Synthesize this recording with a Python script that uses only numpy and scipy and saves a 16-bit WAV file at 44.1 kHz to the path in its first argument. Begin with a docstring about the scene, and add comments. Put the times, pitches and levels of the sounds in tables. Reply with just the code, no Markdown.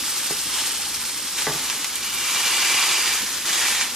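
"""A small kitchen: fish fillets fry in oil on a flat griddle, heard from close by through two microphone ports.
Sizzle and the darker roar of juice squeezed out by two presses are random clicks filtered in bands; resonators
ring on them as steam pockets. Fat spits are cracks with dying noise. A spatula knocks the plate and a flipped
fillet slaps down: pushes that ring the griddle's modes. Dense echoes follow; two low hums beat over a rumble."""
import sys
import numpy as np
from scipy import signal
from scipy.fft import rfft, irfft
from scipy.io import wavfile
from scipy.ndimage import uniform_filter1d

SR = 44100
rng = np.random.default_rng(int(sys.argv[2]) if len(sys.argv) > 2 else 0)


def int16_out(signal):
    """Quantize to a 16-bit WAV file."""
    q = np.round(np.clip(np.atleast_2d(signal).T, -1, 1) * 32767)
    wavfile.write(sys.argv[1], SR, q.astype(np.int16))


N = 174195
TIME_S = np.arange(N) / SR
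HZ = np.maximum(np.fft.rfftfreq(N, 1 / SR), 1)


def from_db(db):
    """Amplitude gain of a level in dB."""
    return 10 ** (np.asarray(db) / 20)


def rms_one(x):
    """Scale to rms 1."""
    return x / np.sqrt(np.mean(x ** 2) + 1e-20)


def in_time(rows):
    """Interpolate (time_s, value) rows at every sample."""
    return np.interp(TIME_S, *np.transpose(rows))


def at_hz(points, hz):
    """Interpolate (freq_hz, value) rows on a log frequency axis."""
    point_hz, values = np.array(points).T
    return np.interp(np.log(hz), np.log(point_hz), values)


def colour(x, spectrum):
    """Filter x by a (freq_hz, gain_db) curve."""
    return irfft(rfft(x) * from_db(at_hz(spectrum, HZ)), N)


def bandpass(low_hz, high_hz):
    """Second-order Butterworth band."""
    return signal.butter(2, [low_hz, high_hz], "band", fs=SR, output="sos")


def drift(rate_hz):
    """Random flicker of rms 1: noise through two equal poles at rate_hz, less its moving mean."""
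    step = 40  # samples per control point
    pole = np.exp(-2 * np.pi * rate_hz * step / SR)
    white = rng.standard_normal(N // step + 2002)
    slow = signal.lfilter([1], [1, -2 * pole, pole * pole], white)
    slow = (slow - uniform_filter1d(slow, size=110))[2000:]  # drop the filter's start
    return np.interp(np.arange(N) / step, np.arange(len(slow)), rms_one(slow))


def ports(spots):
    """Sum three griddle spots at two ports; path differences delay each spot at the left one."""
    # left-port delay of each spot: lag_us
    lags_us = np.array([-8, 30, 42])
    turn = np.exp(-2j * np.pi * HZ * lags_us[:, None] * 1e-6)
    left = irfft((rfft(spots) * turn).sum(0), N)
    return np.array([left, spots.sum(0)])


def bursts(rate_hz, spread_db):
    """Bubble bursts at three spots: random clicks of uneven size and either sign, rms 1."""
    excess = np.minimum(rng.exponential(1, (3, N)), 6)
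    sizes = from_db(spread_db * excess) * rng.choice([-1, 1], (3, N))
    return rms_one(sizes * (rng.random((3, N)) < rate_hz / SR))


def sizzle(spectrum, rate_hz, spread_db, sharp, patchy_db, together, shares_db):
    """Bursting bubbles: half-octave bands alternate two click trains, share sharp clicks and flicker."""
    edges_hz = 200 * 2 ** np.arange(0, 6.6, .5)
    trains = [bursts(rate_hz, spread_db) for _ in range(2)]
    wide = bursts(rate_hz / 25, spread_db)
    common = drift(30) + 0.35 * drift(60)
    out = 0
    for k, (low_hz, high_hz) in enumerate(zip(edges_hz, edges_hz[1:])):
        band = signal.sosfilt(bandpass(low_hz, high_hz), trains[k % 2] + sharp * wide)
        out = out + band * from_db(patchy_db * (together * common + drift(29)))
    spots = colour(out, spectrum) * from_db(shares_db)[:, None]
    return rms_one(ports(spots))


def open_frying():
    """Oil bubbles bursting in the open, with vigour that varies in time."""
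    # vigour before the 1 dB lift: time_s, level_db
    vigour = [(0.0, -28), (0.4, -29), (1.25, -31.5), (1.5, -30), (1.94, -32.5), (2.17, -28.5),
              (2.36, -28.5), (2.83, -33), (3.0, -29), (3.27, -29.5), (3.52, -32), (3.64, -32),
              (3.68, -27.5), (3.82, -36), (3.95, -33.5)]
    # filter on the bursts: freq_hz, gain_db
    fry_colour = [(250, -26), (500, -12), (737, -21), (839, -6.5), (927, -12), (1200, -7), (2130, -7.5),
                  (2840, -4.5), (5200, -3), (12500, -8), (15500, -25.5)]
    bubbles = sizzle(fry_colour, 6000.0, spread_db=3.0, sharp=0.27, patchy_db=1.52,
                     together=0.39, shares_db=[0, -1, -1])
    return from_db(in_time(vigour) + 1.0) * bubbles


def squeezed_juice():
    """Juice squeezed out under the meat boils off in a darker roar of bursts."""
    # strength of the roar: time_s, level_db
    strength = [(0, -36.5), (.3, -32), (.45, -37), (.58, -27), (.74, -31.5), (.8, -34.5), (1.34, -36.5),
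                (1.39, -25), (1.46, -31), (1.68, -29), (1.92, -32.5), (2.12, -33.5), (2.36, -24.5),
                (2.55, -22.5), (2.8, -21.5), (3.03, -24), (3.14, -24), (3.24, -30.5), (3.44, -34),
                (3.462, -24), (3.62, -22), (3.83, -23.5), (3.89, -31.5), (3.95, -30.5)]
    # filter on the bursts: freq_hz, gain_db
    roar_colour = [(180, -49), (300, -14), (477, -15), (629, -18), (884, -8), (1430, -8), (2410, -6),
                   (3600, -5), (4830, -8.5), (6780, -5.5), (12000, -14.5), (15600, -36), (22000, -120)]
    roar = sizzle(roar_colour, 5000.0, spread_db=2.5, sharp=0.48, patchy_db=1.05,
                  together=0.27, shares_db=[0, -3, -3])
    return from_db(in_time(strength)) * roar


def steam_pockets(x):
    """Steam pockets under the meat: narrow resonances add to the sizzle while each one lasts."""
    # resonances, times at mid-fade, gain before flicker: start_s, end_s, freq_hz, width_hz, gain_db
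    pocket_rows = [(0.5, 0.82, 3100, 280, -5), (0.5, 1.1, 4300, 180, -7), (-0.5, 1.5, 5360, 170, -4.5),
                   (0, 1.4, 8540, 590, -2.5), (2, 3.05, 1110, 130, -3.5), (2.5, 3.14, 2016, 100, -2.5),
                   (2, 3.19, 2345, 43, 9), (2.66, 3.04, 2520, 80, 3), (2, 3.08, 2810, 150, 0.5),
                   (2.5, 2.48, 3170, 990, -4.5), (3, 2.9, 3300, 59, -2), (2.5, 3.16, 4760, 198, 1),
                   (3, 3.92, 1800, 190, -4), (3.62, 3.87, 2320, 150, -2), (3.46, 4.5, 4900, 100, -6)]
    fade_s, flicker_db, flicker_hz = 0.15, 1.3, 12.0
    out = 0
    for start_s, end_s, hz, width_hz, db in pocket_rows:
        r = np.exp(-np.pi * width_hz / SR)
        peak = (1 - r * r) / 2  # gain near 1 at resonance
        poles = [1, -2 * r * np.cos(2 * np.pi * hz / SR), r * r]
        rung = signal.lfilter([peak, 0, -peak], poles, x)
        lasts = np.clip(np.minimum(TIME_S - start_s, end_s - TIME_S) / fade_s + .5, 0, 1)
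        out = out + lasts * from_db(db + flicker_db * drift(flicker_hz)) * rung
    return x + out


def spits():
    """Fat spits: a short broad crack with a dying noise spray, at three spots in turn."""
    # cracks, spray relative to crack: start_s, peak_db, pitch_hz, spray_db
    spit_rows = [(0.5864, -14, 1820, -9), (0.638, -13, 2940, -8), (0.8197, -13, 3500, -8),
                 (1.053, -13, 5170, -9), (1.387, -11.5, 2540, -6), (1.422, -11.5, 4400, -7),
                 (1.596, -15, 3660, -12), (1.699, -9, 3580, -5.5), (1.7288, -15.5, 2230, -5),
                 (1.8444, -5.5, 3650, -9), (1.956, -9.5, 5530, -8), (2.8274, -6, 2340, -14),
                 (2.9113, -5.5, 2400, -6), (3.5292, -8, 4500, -7), (3.8117, -7.5, 3300, -3.5)]
    spray_t60_s, length = 0.049, 4000
    t = np.arange(length) / SR
    out = np.zeros((3, N + length))
    for k, (start_s, db, hz, spray_db) in enumerate(spit_rows):
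        band = bandpass(hz / 2.9, min(hz * 2.08, 16000))
        dying = from_db(-60 * t / spray_t60_s) * rng.standard_normal(length)
        crack, spray = signal.sosfilt(band, [t == 0, dying])
        start = int(start_s * SR)
        out[k % 3, start:start + length] += from_db(db) * (crack / crack.max() + from_db(spray_db) * spray)
    return ports(out[:, :N])


def ring(push, hz, t60_s):
    """A griddle mode: a unit click starts a dying sine of initial height 1."""
    r, w = from_db(-60 / (t60_s * SR)), 2 * np.pi * hz / SR
    return signal.lfilter([0, np.sin(w)], [1, -2 * r * np.cos(w), r * r], push + 1e-18)


def knocks():
    """Blows on the griddle: a click and dull shudder, heard directly and through the plate's modes."""
    # pushes, drive before the modes and direct gain: start_s, drive_db, low_hz, high_hz, shudder_t60_s
    knock_rows = [(.304, -27, 200, 900, 0.016), (.314, -31, 350, 500, .09), (.79, -36, 755, 890, .2),
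                  (.855, -30.5, 756, 880, 0.18), (1.4675, -22.5, 122, 3200, 0.4),
                  (1.551, -28, 120, 202, .04)]
    # plate modes: freq_hz, gain_db, t60_s
    modes = [(156, -4, 0.13), (270, 1, .035), (317, 1, 0.035), (423, -1, 0.06), (520, -4, 0.04),
             (640, -1, 0.024), (837, 4, 0.03), (888, 2, 0.045), (1158, 2, 0.04), (1540, 0, 0.02),
             (1700, -1, 0.03), (1980, 3.5, 0.026)]
    shudder_db, shudder_top_hz, direct_db, length = -38, 900, 21, 9000
    lowpass = signal.butter(1, shudder_top_hz, fs=SR, output="sos")
    t = np.arange(length) / SR
    push = np.zeros(N + length)
    for start_s, db, low_hz, high_hz, shudder_t60_s in knock_rows:
        dull = rms_one(signal.sosfilt(lowpass, rng.standard_normal(length)))
        force = (t == 0) + dull * from_db(shudder_db - 60 * t / shudder_t60_s)
        start = int(start_s * SR)
        push[start:start + length] += from_db(db) * signal.sosfilt(bandpass(low_hz, high_hz), force)
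    push = push[:N]
    out = from_db(direct_db) * push
    for k, (hz, db, t60_s) in enumerate(modes):
        out = out + (-1) ** k * from_db(db) * ring(push, hz, t60_s)
    return out


def kitchen(x):
    """Room reflections: dense dying noise echoes, independent on each side."""
    t60_s, first_echo_s, level_db = 0.2, .004, -8
    echoes = rng.standard_normal((2, N)) * from_db(-60 * TIME_S / t60_s) * (TIME_S > first_echo_s)
    echoes /= np.sqrt(np.sum(echoes ** 2, axis=1, keepdims=True))
    return from_db(level_db) * signal.fftconvolve(x, echoes[:, :SR], axes=1)[:, :N]


def rumble():
    """Room rumble: filtered noise, common and opposed parts, with a wavering level."""
    # filter on the noise: freq_hz, gain_db
    rumble_colour = [(25, -22), (45, -8.5), (86, -6.5), (160, -3.5), (282, 2), (400, -6), (592, -8.5),
                     (712, -36), (850, -8), (1000, -43), (1400, -60)]
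    mean_db, side_db, waver_db, waver_hz = -48, 6.5, 2.0, 5.8
    mid, side = (rms_one(colour(rng.standard_normal(N), rumble_colour)) for _ in range(2))
    both = mid + from_db(side_db) * side * [[1], [-1]]
    return from_db(mean_db + waver_db * drift(waver_hz)) * both


def hums():
    """Two steady sines close in pitch beat slowly, alike at both ports."""
    # tones: freq_hz, rms_db, phase_rad
    tones = [(58.24, -63.3, 2.14), (60.08, -60.4, 3.06)]
    return sum(np.sqrt(2) * from_db(db) * np.sin(2 * np.pi * hz * TIME_S + phase)
               for hz, db, phase in tones)


def scene():
    """Sum the griddle sounds, their echoes and the background at the two ports."""
    meat = steam_pockets(open_frying() + squeezed_juice())
    near = (meat + spits() + knocks()) * from_db([[-.2], [.2]])  # left, right
    return near + kitchen(near) + rumble() + hums()


def record(dry):
    """Filter the left-right difference, narrowing the bass, and low-pass the result."""
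    # filter on the difference: freq_hz, gain_db
    width = [(100, -73), (300, -23.5), (800, -20), (1500, -30.5), (2400, -13), (3600, 1), (8000, 1),
             (15000, 7.5)]
    stop_hz, stop_db = 16000, 70
    mid = (dry[0] + dry[1]) / 2
    side = colour((dry[0] - dry[1]) / 2, width)
    lowpass = signal.cheby2(12, stop_db, stop_hz, fs=SR, output="sos")
    return signal.sosfilt(lowpass, np.array([mid + side, mid - side]))


dry = scene()
out = record(dry)
int16_out(out)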